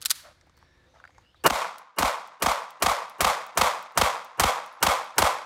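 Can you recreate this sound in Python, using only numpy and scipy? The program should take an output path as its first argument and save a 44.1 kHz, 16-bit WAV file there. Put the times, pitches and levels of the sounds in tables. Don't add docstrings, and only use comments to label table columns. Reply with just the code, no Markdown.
import sys
import numpy as np
from scipy import signal
from scipy.fft import rfft, irfft
from scipy.io import wavfile
from scipy.ndimage import uniform_filter1d

SR = 44100
rng = np.random.default_rng(int(sys.argv[2]) if len(sys.argv) > 2 else 0)


def digitize_waveform(pressure):
    field = np.atleast_2d(pressure).T
    bounded = np.clip(field, -1, 1)
    quanta = np.round(bounded * 32767).astype(np.int16)
    wavfile.write(sys.argv[1], SR, quanta)


def level_to_linear(level):
    exponent = np.asarray(level, float) / 20
    return 10 ** exponent


N = 240472
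ECHO_LENGTH = 32768

# [f/Hz, level/dB per Hz]
AIR_COLOUR = [(15, -36.5), (25, -14), (74, 2.5), (206, -14), (363, -12), (416, -24), (489, -12.5),
              (591, -17.5), (1790, -20), (2910, -27), (3720, -24), (14400, -48), (16000, -51.5)]
# [start t/s, end t/s, f/Hz, width f/Hz, level/dB]
INSECTS = [
    (0.55, 0.9, 1760, 70, -70),
    (0.4, .93, 2200, 200, -78),
    (0.23, 0.66, 1520, 120, -80),
    (0.62, 0.97, 3750, 260, -77),
    (0.54, 0.67, 4450, 200, -76),
    (0.58, .8, 5550, 150, -79),
    (.88, 1.02, 6100, 400, -78),
    (1.09, 1.24, 6500, 400, -78),
    (1.3, 1.43, 3400, 450, -73),
    (0.73, 1.43, 520, 21, -72.5),
]
# [start t/s, length t/s, from f/Hz, to f/Hz, peak level/dB]
BIRD_WHISTLES = [
    (0.972, .036, 3950, 3480, -64),
    (1.014, 0.095, 4500, 4900, -70),
    (1.093, 0.13, 2150, 2110, -66),
    (1.222, 0.12, 2750, 3050, -63.5),
    (1.22, .14, 4600, 5450, -74),
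    (1.352, .042, 3900, 3500, -60.5),
    (1.385, 0.055, 4250, 4800, -67),
]
# [start t/s, attack t/s, length t/s, peak level/dB, end level/dB]
SLEEVE_RUBS = [
    (0.233, 0.013, 0.098, -48, -60),
    (0.932, .012, 0.17, -58.5, -72),
]
# [f/Hz, level/dB per Hz]
CLOTH_COLOUR = [(350, -33.5), (600, 2.5), (900, -7), (1400, -3), (2400, -14.5), (5000, -21), (16000, -51)]
# [t/s, peak level/dB, pitch f/Hz, crack level/dB]
GRIP_KNOCKS = [(0.411, -49.5, 1980, -2.5), (0.431, -63, 607, -13), (0.47, -53, 847, -15),
               (0.496, -53, 872, -4), (0.575, -51.5, 1054, -6), (0.627, -44.5, 1035, -24),
               (0.941, -51, 690, -19), (0.959, -49.5, 851, -17), (1.001, -40, 1310, -28),
               (1.04, -34.5, 1530, -31), (1.052, -35.5, 1520, -31), (1.076, -41, 1900, -27),
               (1.092, -50, 763, -27), (1.105, -49, 1810, -23), (1.148, -52, 2140, -19),
               (1.181, -42.5, 904, -9), (1.248, -54, 2200, -23), (1.345, -47, 1200, -23)]
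# [t/s, peak
# level/dB, spring ring level/dB]
TICKS = [(1.783, -44.5, -25), (1.789, -56, -42), (2.2748, -47, -42), (2.7055, -40.5, -40),
         (3.0975, -41, -22), (3.4654, -40.5, -42), (3.8264, -43, -46), (3.9218, -59, -20),
         (4.247, -43.5, -41), (4.662, -43, -38), (4.7255, -55, -9), (5.0444, -47, -16),
         (0.468, -70, -40), (0.569, -59, -40), (0.578, -62, -40), (0.588, -62, -40)]
# [t/s, peak level/dB, brightness level/dB per octave]
SLIDE_CONTACTS = [(0.0074, -39.5, 3), (0.0153, -24.5, -1), (0.023, -23, 0.5), (0.028, -29, 1),
                  (0.0334, -39, -3.5), (0.04, -30, -7.5), (0.0507, -15, 2), (0.0568, -1.5, 0.3),
                  (0.0628, -14, 0.6), (0.069, -32.5, -1.3), (0.0824, -31, 0.3), (0.0887, -36, -4),
                  (0.0968, -19.5, 2), (0.1, -17, -0.5), (0.1052, -7, 7), (0.1044, -7.5, 0.6),
                  (0.1103, -7, -2), (0.1107, -5.5, 4.5), (0.1158, -20.5, -3), (0.1204, -25.5, 0.5)]
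# [f/Hz, level/dB per Hz]
STEEL_COLOUR = [(180, -61), (300, -30.5), (1480, -5), (2650, -7.5), (4440, 2), (5250, -3.5), (10900, -4.5),
                (16000, -14)]
# [f/Hz, level/dB, time to fall 60 dB t/s]
SLIDE_MODES = [(1558, -5, 0.018), (4170, -10.5, 0.018), (6700, -4.5, .02), (10830, -8.5, .035),
               (11800, -5, .03)]
# [f/Hz, level/dB per Hz]
OPEN_AIR_COLOUR = [(200, 11), (1500, 4.5), (6000, -0.5), (16000, -1.5)]
# [t/s since slap, level/dB]
FENCE_PLANKS = [
    (.0379, 0),
    (.04, -3),
    (.042, -4),
    (.0445, -1),
]
# [t/s, slap level/dB, wall echo level/dB, tail level/dB, thump level/dB]
SHOTS = [
    (1.462, -12.5, -14.5, -27.5, -32),
    (1.986, -19.5, -18, -23.5, -28),
    (2.4229, -17, -16.5, -23.5, -29),
    (2.8233, -15, -14, -22.5, -25.5),
    (3.2065, -15.5, -13.5, -21.5, -26),
    (3.574, -15, -11.5, -21.5, -26.5),
    (3.975, -13.5, -11.5, -22.5, -25.5),
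    (4.397, -12.5, -12.5, -22.5, -25),
    (4.8269, -12, -12, -22, -27.5),
    (5.1815, -11.5, -12.5, -21, -23),
]
# [f/Hz, level/dB per Hz]
LEAK_COLOUR = [(71, -54), (120, -5.5), (759, 2.5), (1620, -1.5), (2000, -13.5), (2180, -10), (2570, -20),
               (2850, -1.5), (3260, -41.5), (4200, -44), (5460, -71), (9240, -120)]
# [f/Hz, level/dB per Hz]
SLAP_COLOUR = [(88, -57), (150, -20), (406, -6.5), (637, -21.5), (979, -3), (2100, -17), (2500, -15.5),
               (6020, -17), (6770, -16.5), (7920, -17), (8900, -17), (14000, -21.5), (16000, -24)]
# [f/Hz, level/dB per Hz]
WALL_COLOUR = [(88, -44.5), (150, -16.5), (941, 6), (1660, -7), (4670, -10), (5790, -15), (6390, -13),
               (7180, -15), (12700, -24), (16000, -28)]
# [f/Hz, level/dB per Hz]
TAIL_COLOUR = [(59, -68), (100, -25), (129, -26), (381, -22.5), (502, -5), (1060, 1.5), (1720, -12),
               (2170, -9), (2930, -17), (3320, -13.5), (4110, -17.5), (7940, -21.5), (14700, -30),
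               (16000, -39)]
# [f/Hz, time to fall 60 dB t/s]
TAIL_T60 = [(100, 0.55), (250, 0.57), (600, 0.41), (1200, 0.56), (2500, 0.46), (5000, 0.45), (9000, 0.35),
            (16000, 0.27)]


def rms_one(x):
    return x / np.sqrt(np.mean(x ** 2, axis=-1, keepdims=True) + 1e-20)


def at_hz(points, hz):
    table = np.array(points)
    return np.interp(np.log(hz + 1), np.log(table[:, 0]), table[:, 1])


def coloured(white, spectrum, tilt_db=0):
    hz = np.fft.rfftfreq(white.shape[-1], 1 / SR)
    tilt = tilt_db * np.log2(np.maximum(hz, 1000) / 1000)
    return rms_one(irfft(rfft(white) * level_to_linear(at_hz(spectrum, hz) + tilt), white.shape[-1]))


def dying(t, t60):
    return (t >= 0) * level_to_linear(-60 * np.maximum(t, 0) / np.maximum(t60, .001))


def ring(clicks, hz, t60):
    r = level_to_linear(-60 / (max(t60, .001) * SR))
    w = 2 * np.pi * hz / SR
    return signal.lfilter([0, np.sin(w)], [1, -2 * r * np.cos(w), r * r], clicks + 1e-18)


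def high_pass(x, hz):
    return signal.sosfilt(signal.butter(3, hz, "high", fs=SR, output="sos"), x)


def band_pass(x, order, low_hz, high_hz):
    return signal.sosfilt(signal.butter(order, [low_hz, high_hz], "band", fs=SR, output="sos"), x)


def disperse(x, hz, count):
    pole = np.exp(-2 * np.pi * hz / SR)
    for stage in range(count):
        x = signal.lfilter([-pole, 1], [1, -pole], x)
    return x


def add(track, s, sound):
    i = round(s * SR)
    track[i:i + len(sound)] += sound[:N - i]


def air():
    lumps = rms_one(uniform_filter1d(rng.standard_normal(N), size=2500))
    t = np.arange(N) / SR
    duck_s, duck_db, creep_db_per_s = 1.441, -38, 1.5
    lull_s, lull_db = 0.49, -3.5
    ducked = np.clip((t - duck_s) / .03, 0, 1) * (duck_db + creep_db_per_s * (t - duck_s))
    gain_db = -60 + lull_db * np.clip(t / lull_s, 0, 1) + ducked + 1.2 * lumps
    return level_to_linear(gain_db) * coloured(rng.standard_normal(N), AIR_COLOUR)


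def insects():
    out = np.zeros(N)
    for start, end, hz, width_hz, db in INSECTS:
        white = rng.standard_normal(22050)[:round((end - start) * SR)]
        buzz = rms_one(ring(white, hz, 2.2 / width_hz))
        add(out, start, level_to_linear(db) * buzz * signal.windows.tukey(len(buzz), .3))
    return out


def bird():
    out = np.zeros(N)
    for start, length, from_hz, to_hz, db in BIRD_WHISTLES:
        white = rng.standard_normal(8192)[:round(length * SR)]
        blur = .6 + .8 * rms_one(uniform_filter1d(white, size=110))
        glide_hz = np.linspace(from_hz, to_hz, len(white))
        tone = np.sin(2 * np.pi * np.cumsum(glide_hz) / SR)
        add(out, start, level_to_linear(db) * blur * tone * np.hanning(len(white)) ** 0.58)
    return out


def sleeve():
    white = rng.standard_normal(N)
    slips = white * level_to_linear(1.7 * rms_one(uniform_filter1d(rng.standard_normal(N), size=150)))
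    t = np.arange(N) / SR
    rubs_db = [np.interp(t - s, [0, attack, length], [db - 23, db, end_db], left=-120, right=-120)
               for s, attack, length, db, end_db in SLEEVE_RUBS]
    return coloured(slips, CLOTH_COLOUR) * level_to_linear(rubs_db).sum(axis=0)


def knocks():
    out, t = np.zeros(N), np.arange(2048) / SR
    noises = rng.standard_normal((len(GRIP_KNOCKS), len(t)))
    for (s, db, hz, crack_db), noise in zip(GRIP_KNOCKS, noises):
        tap = (t == 0) * 2.1 + noise * dying(t, 0.022) * 0.63
        hollow = ring(tap, hz, 10.0 / hz) + 0.63 * ring(tap, 0.93 * hz, 2.8 / hz)
        body = high_pass(hollow, 770)
        crack = band_pass(tap, 3, 1900, 7000)
        add(out, s, level_to_linear(db) * (body / np.abs(body).max() + level_to_linear(crack_db + 6.5) * crack))
    return out


def trigger():
    out, t = np.zeros(N), np.arange(6144) / SR
    spring_hz, spring_t60_s = 11050, 0.18
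    spring = np.sin(2 * np.pi * spring_hz * t) * dying(t, spring_t60_s)
    thin = signal.butter(2, 2500, "high", fs=SR, output="sos")
    noises = rng.standard_normal((len(TICKS), len(t)))
    for (s, db, ring_db), noise in zip(TICKS, noises):
        tick = signal.sosfilt(thin, noise * (dying(t, 0.0097) + 0.14 * dying(t, .05)))
        add(out, s, level_to_linear(db) * (tick + level_to_linear(ring_db) * spring))
    return out


def wall_echo(t):
    return sum(level_to_linear(db) * dying(t - s, 0.017) for s, db in FENCE_PLANKS)


def swell_db(t):
    shadow_db, start_s, rise_s = -12.5, .052, .011
    corner_db, corner_s, corner_width_s = 3, 0.0934, 0.0072
    trees_db, trees_s, trees_power = 8.5, 0.41, 2.84
    shadow = shadow_db * np.clip(1 - (t - start_s) / rise_s, 0, 1)
    corner = corner_db * np.exp(-((t - corner_s) / corner_width_s) ** 2)
    trees = trees_db * (np.clip(t, 0, .6) / trees_s) ** trees_power
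    return shadow + corner + trees


def tail(white, t, colour, tilt_db):
    spectrum = rfft(coloured(white, colour, tilt_db))
    hz = np.fft.rfftfreq(ECHO_LENGTH, 1 / SR)
    centres = np.geomspace(100, 16000, num=16)
    fading = 0
    for centre, row in zip(centres, np.eye(len(centres))):
        band = irfft(spectrum * np.interp(np.log(hz + 1), np.log(centres), row))
        fading = fading + band * level_to_linear(-60 * (t - .08) / at_hz(TAIL_T60, centre))
    return fading * (t >= 0) * level_to_linear(swell_db(t))


def slide():
    t = np.arange(8192) / SR
    white = rng.standard_normal(len(t))
    cracks = np.zeros(len(t))
    for s, db, tilt_db in SLIDE_CONTACTS:
        hits = dying(t - s - .0008, .016) + 0.23 * dying(t - s + 0.00064, 0.014)
        cracks += level_to_linear(db - 10.5) * hits * coloured(white, STEEL_COLOUR, tilt_db)
    modes = level_to_linear(-35.5) * sum(level_to_linear(db) * ring(cracks, hz, t60) for hz, db, t60 in SLIDE_MODES)

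    t = np.arange(ECHO_LENGTH) / SR
    white = coloured(rng.standard_normal((len(SLIDE_CONTACTS), ECHO_LENGTH)), STEEL_COLOUR)
    echoes = level_to_linear(-42) * white * wall_echo(t - .008) + level_to_linear(-48) * tail(white, t, OPEN_AIR_COLOUR, 0)
    steel = np.zeros(N)
    add(steel, 0, cracks + modes)
    for (s, db, tilt_db), echo in zip(SLIDE_CONTACTS, echoes):
        add(steel, s, level_to_linear(db) * echo)
    return high_pass(steel, 800)


def swing(s):
    centre_s, width_s = 4.32, 0.63
    return np.exp(-((np.asarray(s) - centre_s) / width_s) ** 2)


def berm():
    clicks, s = np.zeros(N), np.transpose(SHOTS)[0]
    first_s, gap_s, sideways_share = .1848, .006, .45
    for lag, db in ((first_s, -15), (first_s + gap_s, -17)):
        strength = np.maximum(swing(s) ** .5, sideways_share)
        clicks[np.round((s + lag) * SR).astype(int)] = level_to_linear(db) * strength
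    return high_pass(ring(clicks, 1030, 0.0058) + 0.23 * ring(clicks, 1310, 0.017), 580)


def by_shot(first, later):
    return np.where(np.arange(len(SHOTS)) == 0, first, later)[:, None]


def scatter(likeness):
    rows = rng.standard_normal((len(SHOTS), ECHO_LENGTH))
    for k in range(1, len(rows)):
        rows[k] = likeness * rows[k - 1] + np.sqrt(1 - likeness ** 2) * rows[k]
    return rows


def thump(t, white, low_db, chest_db):
    x = level_to_linear(-27.5) * white * (dying(t, 0.019) + dying(t - .038, 0.084) + 0.017 * dying(t, .9))
    pushes = np.searchsorted(t, [.001, .012, .0385, .052])
    push_db = [-6, -7, 0, -24.5] + 1.5 * rng.standard_normal((len(SHOTS), 4))
    x[:, pushes] = level_to_linear(push_db) * np.sign([1, 1, -1, -1])
    x = disperse(x, 244.0, count=15)
    low = band_pass(x, 2, 45, 110)
    chest = band_pass(x, 2, 100, 300)
    return (level_to_linear(low_db) * low + level_to_linear(chest_db) * chest) * level_to_linear(48.0)


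def shots():
    lead_s = .0235
    t = np.arange(ECHO_LENGTH) / SR - lead_s
    white = scatter(likeness=0.83)
    shot_s, slap_db, wall_db, tail_db, thump_db = np.transpose(SHOTS)[:, :, None]
    aim = swing(shot_s)
    leak_start_db, leak_end_db = by_shot(-31, -58.5), by_shot(-11.5, -27)
    hiss_db, chest_db = by_shot(-35, -58.5), by_shot(-31.5, -32)
    tilt_db = by_shot(0, -0.38)

    slap_fall = 0.93 * dying(t, 0.073) + 0.32 * dying(t - .004, 0.013) + 0.25 * dying(t - .009, 0.0063)
    slap = coloured(white, SLAP_COLOUR, tilt_db) * slap_fall
    wall = coloured(white, WALL_COLOUR, tilt_db) * wall_echo(t)

    rise = np.clip((1 + t / lead_s) * 0.96, 0, 1)
    leak_db = leak_start_db + (leak_end_db + 4.5 * aim - leak_start_db) * rise
    leak = coloured(white[:, ::-1], LEAK_COLOUR) * level_to_linear(leak_db) * np.where(t < 0, 1, dying(t, 0.1))
    hiss = coloured(white, SLAP_COLOUR, 1.8) * level_to_linear(hiss_db) * (t < -.003) * level_to_linear(-3 * rise)

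    posts = level_to_linear(1.62 * rms_one(uniform_filter1d(scatter(likeness=0.65), size=130)))
    sharp = disperse(high_pass(level_to_linear(slap_db) * slap + level_to_linear(wall_db) * wall + hiss, 330), 500, count=5)
    held_db = 4.5 * aim * (t + 0.12)
    scattered = tail(np.roll(white, 9000, axis=1) * posts, t, TAIL_COLOUR, tilt_db)
    rolling = high_pass(level_to_linear(tail_db + held_db) * scattered, 127)
    rows = sharp + rolling + leak + thump(t, white, thump_db, chest_db)
    out = np.zeros(N)
    for (s, *_), row in zip(SHOTS, rows):
        add(out, s - lead_s, row)
    return out


def scene():
    out = shots() + berm() + knocks() + sleeve() + trigger() + bird() + insects() + air()
    add(out, 0, slide())
    return out[None]


def roll_off(x):
    return signal.sosfilt(signal.butter(12, 17000, fs=SR, output="sos"), x)


def record(dry):
    clamp_s, recover_s, hold_s, settle_s = 1.479, .14, 0.065, 0.35
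    clamp_db, overshoot_db = -8, 8
    turns_s = np.cumsum([clamp_s, recover_s, hold_s, settle_s])
    gain_db = np.interp(np.arange(N) / SR, turns_s, [clamp_db, overshoot_db, overshoot_db, 0], left=0)
    level = dry * level_to_linear(gain_db)
    rounded = level / (1 + (level / .54) ** 4) ** .25
    cutoff_hz = 15900
    top_cut = signal.cheby2(10, 45, cutoff_hz * 1.044, fs=SR, output="sos")
    mix = signal.sosfilt(top_cut, rounded)
    return roll_off(mix)


dry = scene()
out = record(dry)
digitize_waveform(out)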